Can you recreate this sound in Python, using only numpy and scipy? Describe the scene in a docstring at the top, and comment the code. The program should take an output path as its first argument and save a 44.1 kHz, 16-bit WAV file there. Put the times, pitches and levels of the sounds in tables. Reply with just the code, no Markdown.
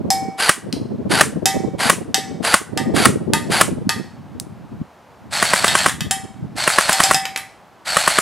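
"""Electric airsoft rifle firing at a steel plate in a wood: six single shots heard from the front,
then three bursts from behind. Each cycle, gears wind a spring and the piston slams home.
Pellets crack on the plate and ring it, mostly about 0.25 s after a shot. Trees scatter the sound,
wind buffets the two microphone ports, and the loudest blows overload the recorder."""
import sys
import numpy as np
from scipy import signal
from scipy.fft import rfft, irfft, next_fast_len
from scipy.io import wavfile
from scipy.ndimage import map_coordinates

SR = 44100
rng = np.random.default_rng(int(sys.argv[2]) if len(sys.argv) > 2 else 0)


def dump(signal):
    """Clip the signal to [-1, 1] and save it as 16-bit WAV at the path in sys.argv[1]."""
    limited = np.clip(np.atleast_2d(signal).T, -1, 1)
    pcm = np.round(limited * 32767).astype(np.int16)
    wavfile.write(sys.argv[1], SR, pcm)


N = 362061
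TIME_S = np.arange(N) / SR
AGE_S = TIME_S[:int(.6 * SR)]  # time since a blow
TOP_HZ = 16000

# Table levels are relative.
# piston slams, one per trigger pull: (time [s])
SINGLE_SHOTS = [0.492, 1.209, 1.897, 2.54, 3.054, 3.611]
# trigger held: (first slam [s], shots [count])
AUTO_BURSTS = [(5.425, 5), (6.675, 5), (7.967, 3)]
# gearbox shell and barrel modes: (frequency [Hz], level [dB], t60 [s])
SHELL_MODES = [(177, -14.5, 0.043), (383, -11, 0.025), (603, -6.5, 0.026), (1123, -2, .026),
               (1271, -7.5, 0.042), (1484, -4, 0.028), (1884, -4, 0.024), (2900, -10.5, 0.019)]
# muzzle crack, spring buzz, selector click: (frequency [Hz], density [dB])
MUZZLE_SPECTRUM = [(300, -10), (1500, 8), (3000, -4), (6500, -9), (9300, 2.5), (12000, -17), (16000, -31.5)]
SPRING_SPECTRUM = [(300, -24), (800, -5), (2000, -1), (4500, -10.5), (7000, -4), (9500, -2), (12000, -15.5),
                   (15500, -27)]
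SELECTOR_SPECTRUM = [(1000, -48.5), (3300, -16.5), (6500, 1), (9500, 1), (12500, -16), (14500, -8),
                     (16500, -24)]
# winding stroke: (position [0-1], tooth rate [Hz], level [dB])
WINDING_STROKE = [(0, 1520, 0), (.25, 1620, 1.5), (.6, 1450, 0.5), (1, 1237, 2)]
# gear noise, front and rear: (frequency [Hz], density [dB])
GEAR_FRONT_SPECTRUM = [(260, -43.5), (450, -8.5), (530, -12.5), (759, -0.5), (1140, -7), (1460, -6.5),
                       (1670, -5), (2740, -10.5), (3000, -8.5), (3430, -12), (4560, -8.5), (5610, -19.5),
                       (10500, -13.5), (16000, -51)]
GEAR_REAR_SPECTRUM = [(180, -56), (300, -45), (447, -41), (564, -2.5), (736, 1.5), (1120, -6), (1430, 0.5),
                      (3240, -6.5), (4440, -2), (5420, -10), (6950, -12), (7810, -5.5), (11800, -18.5),
                      (14500, -36.5), (16000, -50.5)]
# impacts: (time [s], crack [dB], centre ring [dB], rim ring [dB], crack centre [Hz], rim focus [Hz])
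PELLET_HITS = [(0.104, -7.5, -17, -51, 6130, 2470), (0.727, -20.5, -65, -61, 3780, 2980),
               (1.457, -4.5, -20, -24, 6140, 3070), (2.144, -6.5, -24, -21, 4870, 3780),
               (2.775, -12, -28, -24, 3600, 1330), (3.335, -9.5, -38, -14.5, 5865, 900),
               (3.893, -9.5, -36.5, -18, 3980, 1250), (5.680, -11.5, -55, -16, 4500, 3700),
               (5.788, -18, -47, -21, 5000, 3000), (5.895, -13.5, -42.5, -31, 2400, 2010),
               (6.007, -18, -61, -28, 3960, 3300), (6.110, -10.5, -24.5, -18.5, 7600, 6440),
               (6.929, -8, -24.5, -21, 5996, 3060), (7.037, -6.5, -19.5, -20.5, 6490, 6010),
               (7.145, -10.5, -19, -22, 6030, 2800), (7.254, -12.5, -58, -32, 2170, 1900),
               (7.361, -12, -55.5, -46, 2200, 2000), (7.375, -20.5, -47, -29, 9100, 1720)]
# steel plate: (frequency [Hz], level [dB], t60 [s], off-centre share [0-1])
PLATE_MODES = [(774, 3, 0.68, 0), (909, -3.5, .35, 0.8), (1217, -9.5, 0.43, 1), (1570, -7, 0.095, 0.95),
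               (1690, -6, .22, 0.85), (1746, -6, 0.39, 0.9), (1863, -10.5, 0.59, 0.8),
               (2007, -10.5, 0.47, 0.95), (2250, -17.5, 1, 0.12), (2600, -1.5, 0.11, 1),
               (2970, -10, .25, 0.95), (3210, -4.5, 0.17, 0.93), (3380, -9, 0.13, 0.93),
               (3640, -13, 0.18, 0.92), (3690, -3, 0.11, 0.7), (4340, -14, 0.088, 0.97),
               (5144, 7, 0.083, 0.2), (5400, -15.5, .08, 0.93), (7640, 5.5, 0.11, 0.5),
               (8260, -21, 0.31, 0.01), (8680, -3, 0.17, 0.6), (9300, -7, .15, 1), (9570, -9, 0.16, 0.96)]
# tree echo colour: (frequency [Hz], level [dB])
ECHO_SPECTRUM = [(300, -22.5), (800, -4), (1700, -1), (9000, -2), (12000, 4.5), (16000, -17)]
# tree echo decay: (frequency [Hz], t60 [s])
ECHO_DECAY = [(200, 0.18), (1500, 0.53), (4000, 0.52), (9000, 0.46), (15000, 0.21)]
# gusts and lulls: (time [s], level [dB])
GUSTS = [(0.0, -20), (0.32, -32), (0.44, -56), (0.64, -25.5), (1.08, -20.5), (2.44, -29.5), (2.54, -40),
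         (2.86, -17.5), (3.9, -20.5), (4.06, -28.5), (4.52, -33.5), (4.82, -24.5), (4.9, -62),
         (5.02, -57.5), (5.32, -32.5), (6.02, -25), (6.34, -36), (6.4, -24), (7.04, -52), (7.1, -25),
         (7.54, -56), (7.96, -54), (8.02, -49), (8.2, -46)]
# turbulence on the ports: (frequency [Hz], density [dB])
BUFFET_SPECTRUM = [(15, -57.5), (25, -37.5), (86, -3), (216, -0.5), (447, -7), (715, -18), (788, -27),
                   (827, -21.5), (882, -24.5), (1200, -36.5), (1560, -58.5), (2640, -120)]
# hardest eddies: (time [s], level [dB], pitch [Hz])
EDDY_THUDS = [(0.815, -10, 283), (1.359, -12, 217), (1.574, -13, 207), (2.879, -8.5, 218), (3.004, -5, 294),
              (3.159, -5, 370), (3.87, -6, 208), (4.815, -11, 232), (6.018, -13, 158), (6.427, -14, 160)]
# distant woodland: (frequency [Hz], density [dB])
WOODLAND_SPECTRUM = [(15, -56), (25, -20.5), (76, -5.5), (427, -8.5), (795, -3), (862, -5), (1400, -12),
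                     (1990, -18), (2220, -19.5), (3330, -24), (14300, -39.5), (16000, -47.5)]


def piston(shots_s, force_db, thump_db, blast_db, crack_db, spring_db, catch_db, release_db,
           rebound_db, spring_t60_s):
    """Teeth catch and release the piston; it hits the cylinder head, air cracks, the spring buzzes."""
    def tick(t60_s):
        """Short noise burst."""
        return noise(MUZZLE_SPECTRUM, len(AGE_S)) * decay(t60_s)

    def knock():
        """Shell modes; neighbours swing in opposite senses."""
        return sum((-1) ** k * amp(db + rng.normal(0, 1.5)) * ring(hz * rng.normal(1, .038), t60_s)
                   for k, (hz, db, t60_s) in enumerate(SHELL_MODES))

    out = np.zeros(N)
    for slam_s in shots_s:
        force = amp(force_db + rng.normal(0, .5))
        buzz = noise(SPRING_SPECTRUM, len(AGE_S)) * decay(spring_t60_s) * (1 - np.exp(-AGE_S / .0085))
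        add(out, slam_s - .091, amp(catch_db) * (tick(.035) + knock()))
        add(out, slam_s - .0055, amp(release_db) * (.5 * tick(.017) + knock()))
        add(out, slam_s + .0007, force * (amp(thump_db) * knock() + amp(blast_db) * tick(.027)))
        add(out, slam_s + .0038, force * amp(crack_db) * tick(.0052))
        add(out, slam_s + .0071, force * amp(crack_db - 1.5) * tick(.0037))
        add(out, slam_s + .004, amp(spring_db) * buzz)
        add(out, slam_s + rng.normal(.028, .003), amp(rebound_db) * tick(.011))
    return out


def gears(shots_s, spectrum, level_db, whine_db, whine_hz, mesh_db, cycle_s, spin_up_s, stop_t60_s,
          rough_db, flutter):
    """The gear train grinds for one cycle before each slam, slowing as the spring tightens."""
    drive, stroke = np.zeros(N), np.zeros(N)
    position, rate_hz, load_db = np.transpose(WINDING_STROKE)
    for slam_s in shots_s:
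        span = slice(int((slam_s - cycle_s - spin_up_s) * SR), int((slam_s + .15) * SR))
        t_s = TIME_S[span] - slam_s
        progress = 1 + t_s / cycle_s
        spin_up = np.clip((t_s + cycle_s + spin_up_s) / spin_up_s, 0, 1) ** 2
        turning = spin_up * amp(-60 * np.maximum(t_s, 0) / stop_t60_s)
        drive[span] = np.maximum(drive[span], turning * amp(np.interp(progress, position, load_db)))
        stroke[span] = np.where(t_s > -cycle_s, np.clip(progress, 0, 1), stroke[span])
    tooth_hz = np.interp(stroke, position, rate_hz)
    phase = 2 * np.pi * np.cumsum(tooth_hz * (1 + .01166 * wobble(300))) / SR
    grind = unit_rms(noise(spectrum, N) * (1 + .29 * np.cos(phase)) * amp(rough_db * wobble(400)))
    # the pinion whines in a casing resonance: little sag under load
    sag = (tooth_hz / rate_hz[2]) ** .12
    pitch_hz = whine_hz * sag * (1 + .014 * wobble(40) + flutter * wobble(1500))
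    whine = amp(whine_db + 3 * wobble(150)) * np.sin(2 * np.pi * np.cumsum(pitch_hz) / SR)
    mesh = amp(mesh_db + 2.8 * wobble(160)) * np.sin(phase)
    tooth_load = np.abs(np.sin(np.pi * stroke))
    return amp(level_db) * drive * (grind + tooth_load * whine + np.sqrt(tooth_load) * mesh)


def selector(time_s, level_db):
    """The fire selector snaps to automatic."""
    out = np.zeros(N)
    envelope = decay(.0051) + amp(-29) * decay(.13)
    add(out, time_s, amp(level_db) * noise(SELECTOR_SPECTRUM, len(AGE_S)) * envelope)
    return out


def pellets(crack_db, centre_gain_db, rim_gain_db, crack_t60_s, crack_width_oct, rattle_db,
            rattle_t60_s, rim_width_oct, rim_damping, jangle, contact_hz):
    """Pellets crack on the plate; modes with a central node ring only on off-centre hits."""
    out = np.zeros(N)
    envelope = .61 * decay(.0046) + decay(crack_t60_s) + amp(rattle_db) * decay(rattle_t60_s)
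    for hit_s, hit_db, centre_db, rim_db, crack_hz, rim_hz in PELLET_HITS:
        # rim hits shake the plate against its mount: shorter ring
        t60_scale = 1 - rim_damping / (1 + amp(centre_db - rim_db) ** 2)
        # contact time limits the treble
        crack = filtered(rng.standard_normal(len(AGE_S)),
                         lambda hz: bell(hz + 1, crack_hz, crack_width_oct) * lowpass(hz, contact_hz, 8))
        sound = amp(hit_db + crack_db) * unit_rms(crack) * envelope
        for hz, db, t60_s, off_centre in PLATE_MODES:
            rim = amp(rim_db + rim_gain_db + rng.normal(0, 2)) * bell(hz, rim_hz, rim_width_oct)
            push = (1 - off_centre) * amp(centre_db + centre_gain_db) + off_centre * rim
            # the loose plate jangles, blurring high modes and rim modes most
            drift_rad = jangle * (1 + off_centre) * np.cumsum(rng.standard_normal(len(AGE_S))) * hz / SR
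            sound += push * amp(db) * ring(hz, t60_s * t60_scale, drift_rad)
        add(out, hit_s, sound)
    return out


def trees(x, wet_db, rise_s, spread):
    """Trunks and hedges scatter a thin tail; only its treble differs between the close ports."""
    hz, t_s, bins = signal.stft(rng.standard_normal((2, len(AGE_S))), SR, nperseg=256)
    bins *= amp(log_interp(ECHO_SPECTRUM, hz)[:, None] - 60 * t_s / log_interp(ECHO_DECAY, hz)[:, None])
    tail = signal.istft(bins, SR, nperseg=256)[1][:, :len(AGE_S)]
    tail *= (1 - np.exp(-AGE_S / rise_s)) * (1 + 2 * decay(.23))
    mid, side = signal.fftconvolve(x[None], tail / np.linalg.norm(tail[0]), axes=1)[:, :N]
    side = filtered(side, lambda hz: spread * (hz / TOP_HZ) ** 1.9)
    return amp(wet_db) * np.array([mid + side, mid - side])


def wind(level_db, flurry_db, flurry_hz, lump_db, low_cut_hz, spikiness, soften_s, soften_fade_s):
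    """Turbulence hits each port separately; brisk flapping turns to soft rumble at soften_s."""
    gust_db = np.interp(TIME_S, *np.transpose(GUSTS)) + flurry_db * wobble(flurry_hz)
    rumble = filtered(noise(BUFFET_SPECTRUM, (2, N)), lambda hz: hz / np.hypot(hz, low_cut_hz))
    deep = filtered(rumble, lambda hz: lowpass(hz, 250, 4))
    bass = filtered(deep, lambda hz: lowpass(hz, 120, 4))
    briskness = np.interp((TIME_S - soften_s) / soften_fade_s, [-.5, .5], [1, .2])
    lumps = unit_rms(amp(lump_db * np.array([wobble(70), wobble(70)])))
    low = lumps * (deep - .44 * briskness * bass)  # brisk wind moves the rumble up
    high = briskness * unit_rms(lumps ** spikiness) * (rumble - deep)  # hardest lumps reach highest
    return amp(level_db + gust_db) * unit_rms(low + high)


def eddies(level_db, width_cycles):
    """A hard eddy thuds for a cycle or two, differently at each port."""
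    out = np.zeros((2, N))
    for time_s, db, hz in EDDY_THUDS:
        width_s = width_cycles / hz
        envelope = amp(db + level_db) * np.exp(-(AGE_S / width_s - 2.5) ** 2)
        for port in out:
            swing = np.sin(2 * np.pi * (hz * rng.normal(1, .19) * AGE_S + rng.random()))
            add(port, time_s - 2 * width_s, envelope * swing)
    return out


def woodland(level_db):
    """Steady far-off rush, nearly alike at both ports."""
    return amp(level_db) * (noise(WOODLAND_SPECTRUM, N) + .25 * noise(WOODLAND_SPECTRUM, (2, N)))


def ports(x, lag_samples):
    """Sound reaches the left port after the right."""
    return filtered(x, lambda hz: np.exp(1j * np.pi * hz / SR * lag_samples * np.array([[-1], [1]])))


def amp(db):
    """dB to gain."""
    return 10 ** (np.asarray(db) / 20)


def unit_rms(x):
    """Scale to rms 1."""
    return x / np.sqrt(np.mean(x ** 2) + 1e-20)


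def log_interp(points, hz):
    """Read (frequency [Hz], value) points on a log axis."""
    knots_hz, values = np.transpose(points)
    return np.interp(np.log(hz + 1), np.log(knots_hz + 1), values)


def lowpass(hz, corner_hz, order):
    """Low-pass gain, 0.5 at the corner."""
    return 1 / (1 + (hz / corner_hz) ** order)


def bell(hz, centre_hz, width_oct):
    """Band-pass gain, 0.5 at width_oct either side."""
    return 1 / (1 + (np.log2(hz / centre_hz) / width_oct) ** 2)


def filtered(x, response):
    """Apply response(hz) by FFT."""
    n = x.shape[-1]
    padded = next_fast_len(n + 4096)
    return irfft(rfft(x, padded) * response(np.fft.rfftfreq(padded, 1 / SR)), padded)[..., :n]


def noise(spectrum, shape):
    """Coloured noise, rms 1."""
    return unit_rms(filtered(rng.standard_normal(shape), lambda hz: amp(log_interp(spectrum, hz))))


def wobble(rate_hz):
    """Smooth random curve."""
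    knots = rng.standard_normal(int(TIME_S[-1] * rate_hz) + 4)
    return map_coordinates(knots, [TIME_S * rate_hz], order=2)


def decay(t60_s):
    """Exponential envelope."""
    return amp(-60 * AGE_S / t60_s)


def ring(hz, t60_s, phase_rad=0):
    """One damped mode."""
    return np.sin(2 * np.pi * hz * AGE_S + phase_rad) * decay(t60_s)


def add(track, start_s, sound):
    """Mix a sound into a track in place."""
    span = track[max(round(start_s * SR), 0):][:len(sound)]
    span += sound[:len(span)]


def scene():
    """Rifle and target among trees, with wind; stereo."""
    auto_period_s = .1087
    auto_shots_s = [first_s + k * auto_period_s for first_s, count in AUTO_BURSTS for k in range(count)]
    front = gears(SINGLE_SHOTS, GEAR_FRONT_SPECTRUM, level_db=-19, whine_db=-7.5, whine_hz=4650,
                  mesh_db=-4.5, cycle_s=.092, spin_up_s=.03, stop_t60_s=.12, rough_db=2, flutter=.014)
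    front += piston(SINGLE_SHOTS, force_db=4, thump_db=-1, blast_db=-2.5, crack_db=-1.5,
                    spring_db=-16.5, catch_db=-16, release_db=-13, rebound_db=-22, spring_t60_s=.22)
    rear = gears(auto_shots_s, GEAR_REAR_SPECTRUM, level_db=-22.5, whine_db=-4.5, whine_hz=4390,
                 mesh_db=-28, cycle_s=.093, spin_up_s=.032, stop_t60_s=.07, rough_db=2.5, flutter=.0161)
    rear += piston(auto_shots_s, force_db=1.4, thump_db=-3.5, blast_db=-10.5, crack_db=-3,
                   spring_db=-15.5, catch_db=-38, release_db=-17.5, rebound_db=-10.5, spring_t60_s=.23)
    rifle = front + rear + selector(time_s=4.3995, level_db=-10.5)
    target = pellets(crack_db=-1.5, centre_gain_db=.5, rim_gain_db=4, crack_t60_s=.018,
                     crack_width_oct=1, rattle_db=-15.5, rattle_t60_s=.09, rim_width_oct=1.27,
                     rim_damping=.46, jangle=.55, contact_hz=13000)
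    direct = ports(rifle, lag_samples=.073) + ports(target, lag_samples=.43)
    echo = trees(rifle, wet_db=-22, rise_s=.0075, spread=3.2)
    echo += trees(target, wet_db=-6.5, rise_s=.0047, spread=1.8)
    buffet = wind(level_db=-2.5, flurry_db=1.5, flurry_hz=11, lump_db=4, low_cut_hz=17,
                  spikiness=2.04, soften_s=3.85, soften_fade_s=.5)
    return direct + echo + buffet + eddies(level_db=-1.5, width_cycles=.9) + woodland(level_db=-47.5)


def record(dry):
    """Recorder: 60 Hz high-pass, soft clip at full scale, band limit."""
    thinned = filtered(dry, lambda hz: 1j * hz / (1j * hz + 60))
    clipped = thinned / (1 + np.abs(thinned) ** 12) ** (1 / 12)
    return filtered(clipped, lambda hz: lowpass(hz, TOP_HZ, 100))


dry = scene()
out = record(dry)
dump(out)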